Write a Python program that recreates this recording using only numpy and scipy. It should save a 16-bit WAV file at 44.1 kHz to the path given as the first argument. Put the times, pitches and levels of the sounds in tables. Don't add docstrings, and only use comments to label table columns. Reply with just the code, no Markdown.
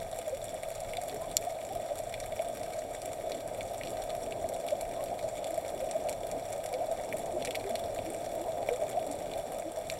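import sys
import numpy as np
from scipy import signal
from scipy.fft import rfft, irfft, next_fast_len
from scipy.io import wavfile

SR = 44100
rng = np.random.default_rng(int(sys.argv[2]) if len(sys.argv) > 2 else 0)


def pcm_store(signal):
    levels = np.round(np.clip(np.atleast_2d(signal), -1, 1) * 32767)
    wavfile.write(sys.argv[1], SR, levels.astype(np.int16).T)


N = 440559

# frequency_hz, level_db
DRONE_SPECTRUM = [(200, -38.5), (400, -23.5), (480, -11.5), (560, -5.5), (620, -1.5), (660, 1), (705, -3),
                  (770, -11), (860, -18.5), (1000, -25), (1150, -35.5), (1500, -37), (4000, -87)]
# time_s, level_db
CURRENT_STRENGTH = [(0, -4), (0.6, -3.5), (1.9, -2.5), (3.3, -2.5), (4.7, 0.0), (6.1, -0.5), (6.8, 1),
                    (8.2, -0.5), (8.8, 1.5), (9.9, -3.0)]
# peak_s, pitch_hz, level_db
GLUGS_AND_THUMPS = [(.28, 628, -26), (.335, 531, -27.5), (.985, 690, -28.5), (1.141, 415, -39.5),
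                    (1.227, 1020, -47), (1.475, 698, -26.5), (1.714, 770, -36), (1.76, 653, -26),
                    (1.92, 585, -25.5), (2.004, 651, -28), (2.328, 634, -26.5), (2.403, 642, -27),
                    (2.785, 618, -28.5), (4.447, 650, -25.5), (4.729, 603.6, -22), (4.997, 1065, -49),
                            (5.12, 661.3, -26), (5.536, 650, -27), (5.582, 644, -25), (5.829, 533, -30.5),
                    (5.958, 630, -22.5), (6.366, 269, -41.5), (6.75, 510, -29), (6.82, 705, -28.5),
                    (6.887, 647, -26.5), (7.146, 637, -26), (7.353, 350, -35.5), (7.485, 498, -35),
                    (7.663, 395, -35), (7.747, 653, -25), (8.079, 326, -39), (8.417, 339, -38.5),
                    (8.721, 481, -27.5), (8.824, 629, -23), (8.837, 618, -24.5), (8.978, 700, -23.5),
                    (9.104, 288, -37.5), (9.668, 319, -39.5)]
# pitch_hz, width_hz, reef_db, beside_db
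SHELL_MODES = [(1250, 94, -1, -35), (1576, 61, 0, -31), (1894, 240, -1.5, -32), (2267, 230, 2.5, -18),
               (2890, 220, -10.5, -17), (3470, 144, -1, -10), (3765, 130, -8.5, -20), (4220, 290, -8, -8.5),
               (4670, 250, -12.5, -10.5), (5646, 172, 0, -1.5), (7377, 490, -2.5, 2.5),
               (7680, 300, -6, -25), (8460, 470, -4.5, -8), (8930, 310, -5, -21), (10030, 340, -4, -12),
               (11170, 540, -7, -17), (12640, 470, -9.5, -7.5)]
# start_s, level_db, pitch_hz
NEAR_SNAPS = [(0.188, -38, 7240), (0.4424, -39.5, 7900), (0.633, -39.5, 2400), (0.803, -40.0, 7800),
              (0.9342, -36, 2600), (0.9692, -34.0, 3630), (1.0958, -41.0, 3800), (1.988, -39.5, 6900),
              (2.14, -34.5, 3220), (2.201, -36.5, 6000), (2.3221, -41.5, 2400), (2.3918, -39.5, 2790),
              (2.633, -42, 5400), (3.018, -40.0, 5900), (3.3185, -36.5, 3850), (3.608, -36.5, 3130),
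              (3.811, -37.5, 2500), (3.834, -38.5, 3200), (3.872, -40, 3900), (4.103, -40.0, 3900),
              (4.323, -38.5, 3000), (4.4888, -38, 8100), (4.6854, -38.0, 3800), (4.81, -37, 8600),
              (5.039, -40.5, 9400), (5.1911, -41, 3800), (5.443, -38, 4600), (5.9112, -35.0, 5530),
              (6.087, -38.5, 3400), (6.094, -34, 7200), (6.1266, -38.5, 5070), (6.314, -38, 5960),
              (6.527, -38, 7100), (6.6598, -38.5, 5760), (6.739, -37.5, 3900), (7.125, -33, 2170),
              (7.4234, -38, 3680), (7.449, -32, 5900), (7.456, -37.5, 4300), (7.4732, -35, 2700),
              (7.5075, -34.0, 3700), (7.5474, -35, 2600), (7.5531, -30.5, 3640), (7.7545, -33.0, 4200),
              (7.988, -40.5, 2760), (8.6875, -31.5, 2270), (9.1132, -39, 6350), (9.3358, -40.0, 3720),
              (9.899, -30.5, 4230)]
# frequency_hz, level_db
NEAR_SNAP_SPECTRUM = [(600, -12), (1500, -3), (2300, 4.5), (3500, 0), (4500, 1.5), (5640, -3.5),
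                      (9000, 1.5), (12600, 3), (15000, 4)]
# frequency_hz, level_db
CRACKLE_SPECTRUM = [(500, -26.5), (1100, 6), (1420, 1), (2200, -1.5), (3500, 2), (5000, 0.5), (5640, -2),
                    (6400, -2.5), (7400, 1), (10000, -1), (12800, 0.5), (13800, 3.5), (16000, 7)]
# frequency_hz, level_db
CHURN_SPECTRUM = [(60, -26), (140, -5.5), (200, -6), (260, -2), (340, -2.5), (430, 1), (560, -7),
                  (800, -27), (1500, -57)]
# time_s, level_db
CHURN_STRENGTH = [(0.0, -54), (2.5, -53), (2.95, -50), (6.2, -50), (8.93, -47), (9.99, -53)]
# frequency_hz, level_db
RUMBLE_SPECTRUM = [(8, -20), (22, 0.5), (38, 0), (52, -9), (66, -7.5), (82, -4.5), (104, 0), (130, -6),
                   (180, -12), (300, -20.5), (900, -62)]
# peak_s, boost_db
SWELL_SURGES = [(.9, 4), (2.22, 4), (4.45, 4), (7.93, 7.5)]
# pitch_hz, rms_db
WHINE_TONES = [(7852, -77), (13517, -85)]

HOUSING_HZ, HOUSING_OCTAVES = 650, .38


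def housing_drone(level_db=-37.0, flutter_db=1.5, flutter_per_s=35):
    drone = unit_rms(noise(DRONE_SPECTRUM) * gain_of(flutter_db * wander(flutter_per_s)))
    return gain_of(level_db) * drone * envelope(CURRENT_STRENGTH)


def glug(peak_s, pitch_hz, level_db, phase, glide=.025, linger=1.6, glug_s=.018, thump_s=.006):
    swell_s = glug_s + (thump_s - glug_s) * bell_curve(pitch_hz, HOUSING_HZ, HOUSING_OCTAVES)
    age = np.arange(-3 * swell_s, 5 * swell_s, 1 / SR) / swell_s
    cycles = phase + np.cumsum(pitch_hz * (1 + glide * age)) / SR
    shape = np.exp(-np.where(age < 0, age, age / linger) ** 2)
    start_s = peak_s + age[0] * swell_s
    return start_s, gain_of(level_db) * shape * np.sin(2 * np.pi * cycles)


def glugs_and_thumps(gain_db=0.2, wobble_db=1.2, wobble_per_s=60):
    out = np.zeros(N)
    for row, phase in zip(GLUGS_AND_THUMPS, rng.random(len(GLUGS_AND_THUMPS))):
        add(out, *glug(*row, phase))
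    return gain_of(gain_db + wobble_db * wander(wobble_per_s)) * out


def stray_glugs(base_db=-46, boost_db=10, spread_db=6, low_hz=230, high_hz=760, count=30):
    out = np.zeros(N)
    for when, pitch, size, phase in rng.random((count, 4)):
        pitch_hz = low_hz * (high_hz / low_hz) ** pitch
        resonance_db = boost_db * bell_curve(pitch_hz, HOUSING_HZ, HOUSING_OCTAVES)
        level_db = base_db + resonance_db + spread_db * (size - .5)
        add(out, *glug(when * N / SR, pitch_hz, level_db, phase))
    return out * envelope(CURRENT_STRENGTH)


def bubble_collapse(crack_s, scatter_db, scatter_s, rise_s, size=2048):
    t = np.arange(size) / SR
    attack = 1 - np.exp(-t / rise_s)
    decay = np.exp(-t / crack_s) + gain_of(scatter_db) * np.exp(-t / scatter_s)
    return unit_rms(rng.standard_normal(size) * attack * decay)


def shell_response(spectrum, size=2048):
    hz = abs(np.fft.fftfreq(size, 1 / SR))
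    power = sum(gain_of(reef_db) ** 2 / (1 + (2 * (hz - pitch_hz) / width_hz) ** 2)
                for pitch_hz, width_hz, reef_db, _ in SHELL_MODES)
    log_gain = np.log(power) / 2 + np.log(gain_of(level_at(spectrum, hz)))
    minimum_phase = np.exp(np.conj(signal.hilbert(log_gain)))
    return np.fft.ifft(minimum_phase).real[:size // 2]


def closest_snap(start_s=1.3684, peak_db=-7.5, rise_s=.0004, echo_db=-15, echo_s=.0072):
    t, out = np.arange(2048) / SR, np.zeros(N)
    modes = sum((-1) ** k * gain_of(beside_db) * width_hz
                * np.exp(-np.pi * width_hz * t) * np.sin(2 * np.pi * pitch_hz * t)
                for k, (pitch_hz, width_hz, _, beside_db) in enumerate(SHELL_MODES))
    snap = modes * (1 - np.exp(-t / rise_s))
    snap *= gain_of(peak_db) / abs(snap).max()
    add(out, start_s, snap)
    smear = bubble_collapse(crack_s=.00048, scatter_db=-21, scatter_s=.006, rise_s=.0001)
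    echo = signal.fftconvolve(snap, smear / np.linalg.norm(smear))
    add(out, start_s + echo_s, gain_of(echo_db) * echo)
    return out


def near_snaps(gain_db=0.7, focus_db=14, focus_octaves=.8, echo_db=-14, echo_s=.0065, lag_s=.0004):
    out = np.zeros(N)
    ring = shell_response(NEAR_SNAP_SPECTRUM)
    for start_s, level_db, pitch_hz in NEAR_SNAPS:
        stretch = (4000 / pitch_hz) ** .5
        crack = bubble_collapse(crack_s=.0006 * stretch, scatter_db=-20, scatter_s=.0077,
                                rise_s=.0004 * stretch)
        rung = signal.fftconvolve(crack, ring)
        hz = np.fft.rfftfreq(len(rung), 1 / SR) + 1
        emphasis_db = focus_db * bell_curve(hz, pitch_hz, focus_octaves / stretch)
        snap = irfft(rfft(rung) * gain_of(emphasis_db), len(rung))[:len(ring)]
        snap *= gain_of(level_db) / np.linalg.norm(snap)
        add(out, start_s + lag_s, snap)
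        add(out, start_s + lag_s + echo_s, -gain_of(echo_db) * snap)
    return gain_of(gain_db) * np.sqrt(.0029 * SR) * out


def reef_crackle(snaps_per_s=230, snaps_db=-52.5, fizz_db=-55.5, focus_db=8, drift_db=.37, count=120):
    onsets = np.flatnonzero(rng.random(N) < snaps_per_s / SR)
    sizes = np.minimum(rng.exponential(1, N), 2.95)
    shrimp = rng.integers(0, count, N)[onsets]
    snaps = np.zeros(N)
    for k, pitch_hz in enumerate(np.geomspace(1900, 13000, count)):
        spectrum = rfft(bubble_collapse(crack_s=.00081, scatter_db=-21, scatter_s=.011, rise_s=.00088))
        hz = np.linspace(1, SR / 2, len(spectrum))
        emphasis_db = focus_db * bell_curve(hz, pitch_hz, octaves=.61)
        path_db = 3.0 * signal.resample(rng.standard_normal(24), len(hz))
        snap = unit_rms(irfft(spectrum * gain_of(emphasis_db + path_db)))
        spread_db = 5.0 * (pitch_hz / 5000) ** .26
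        for onset in onsets[shrimp == k]:
            add(snaps, onset / SR, gain_of(spread_db * sizes[onset]) * snap)
    ring = shell_response(CRACKLE_SPECTRUM)
    crackle = unit_rms(signal.oaconvolve(snaps, ring)[:N])
    fizz = unit_rms(signal.oaconvolve(rng.standard_normal(N), ring)[:N])
    return (gain_of(snaps_db) * crackle + gain_of(fizz_db) * fizz) * gain_of(drift_db * wander(3.6))


def housing_knock(start_s=8.6885, peak_db=-19, pitch_hz=600, ring_s=.0018):
    t, out = np.arange(2048) / SR, np.zeros(N)
    shape = (t / ring_s) * np.exp(1 - t / ring_s)
    add(out, start_s, gain_of(peak_db) * shape * np.cos(2 * np.pi * pitch_hz * t))
    return out


def churning_water(level_db=-49.8, eddies_db=2.5, eddies_per_s=8.9):
    churn = noise(CHURN_SPECTRUM) * gain_of(eddies_db * wander(eddies_per_s))
    return gain_of(level_db) * unit_rms(churn * envelope(CHURN_STRENGTH))


def swell_rumble(base_db=-53.5, heave_db=2, heave_per_s=6.4, surge_s=.14):
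    t = np.arange(N) / SR
    rumble = unit_rms(noise(RUMBLE_SPECTRUM) * gain_of(heave_db * wander(heave_per_s)))
    surge_db = sum(boost_db * np.exp(-((t - peak_s) / surge_s) ** 2) for peak_s, boost_db in SWELL_SURGES)
    return gain_of(base_db + surge_db) * rumble


def camera_whine():
    t = np.arange(N) / SR
    return sum(np.sqrt(2) * gain_of(rms_db) * np.sin(2 * np.pi * pitch_hz * t)
               for pitch_hz, rms_db in WHINE_TONES)


def gain_of(db):
    return 10 ** (np.asarray(db) / 20)


def unit_rms(x):
    return x / np.sqrt(np.mean(x ** 2) + 1e-20)


def level_at(spectrum, hz):
    frequency_hz, level_db = np.transpose(spectrum)
    return np.interp(np.log(hz + 1), np.log(frequency_hz + 1), level_db)


def envelope(curve):
    time_s, level_db = np.transpose(curve)
    return gain_of(np.interp(np.arange(N) / SR, time_s, level_db))


def bell_curve(hz, centre_hz, octaves):
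    return np.exp(-(np.log2(hz / centre_hz) / octaves) ** 2)


def add(mix, start_s, sound):
    part = mix[max(round(start_s * SR), 0):][:len(sound)]
    part += sound[:len(part)]


def noise(spectrum):
    size = next_fast_len(N)
    colour = gain_of(level_at(spectrum, np.fft.rfftfreq(size, 1 / SR)))
    return unit_rms(irfft(rfft(rng.standard_normal(size)) * colour, size)[:N])


def wander(per_s):
    size = next_fast_len(N)
    lowpass = np.exp(-(np.fft.rfftfreq(size, 1 / SR) / per_s) ** 2)
    return unit_rms(irfft(rfft(rng.standard_normal(size)) * lowpass, size)[:N])


def scene():
    water = housing_drone() + churning_water() + swell_rumble()
    glugs = glugs_and_thumps() + stray_glugs()
    shrimp = reef_crackle() + near_snaps() + closest_snap()
    return (water + glugs + shrimp + housing_knock() + camera_whine())[None]


def record(dry, cutoff_hz=15950):
    lowpass = signal.firwin(511, cutoff_hz, window=("kaiser", 9), fs=SR)
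    return signal.oaconvolve(dry, lowpass[None], "same")


dry = scene()
out = record(dry)
pcm_store(out)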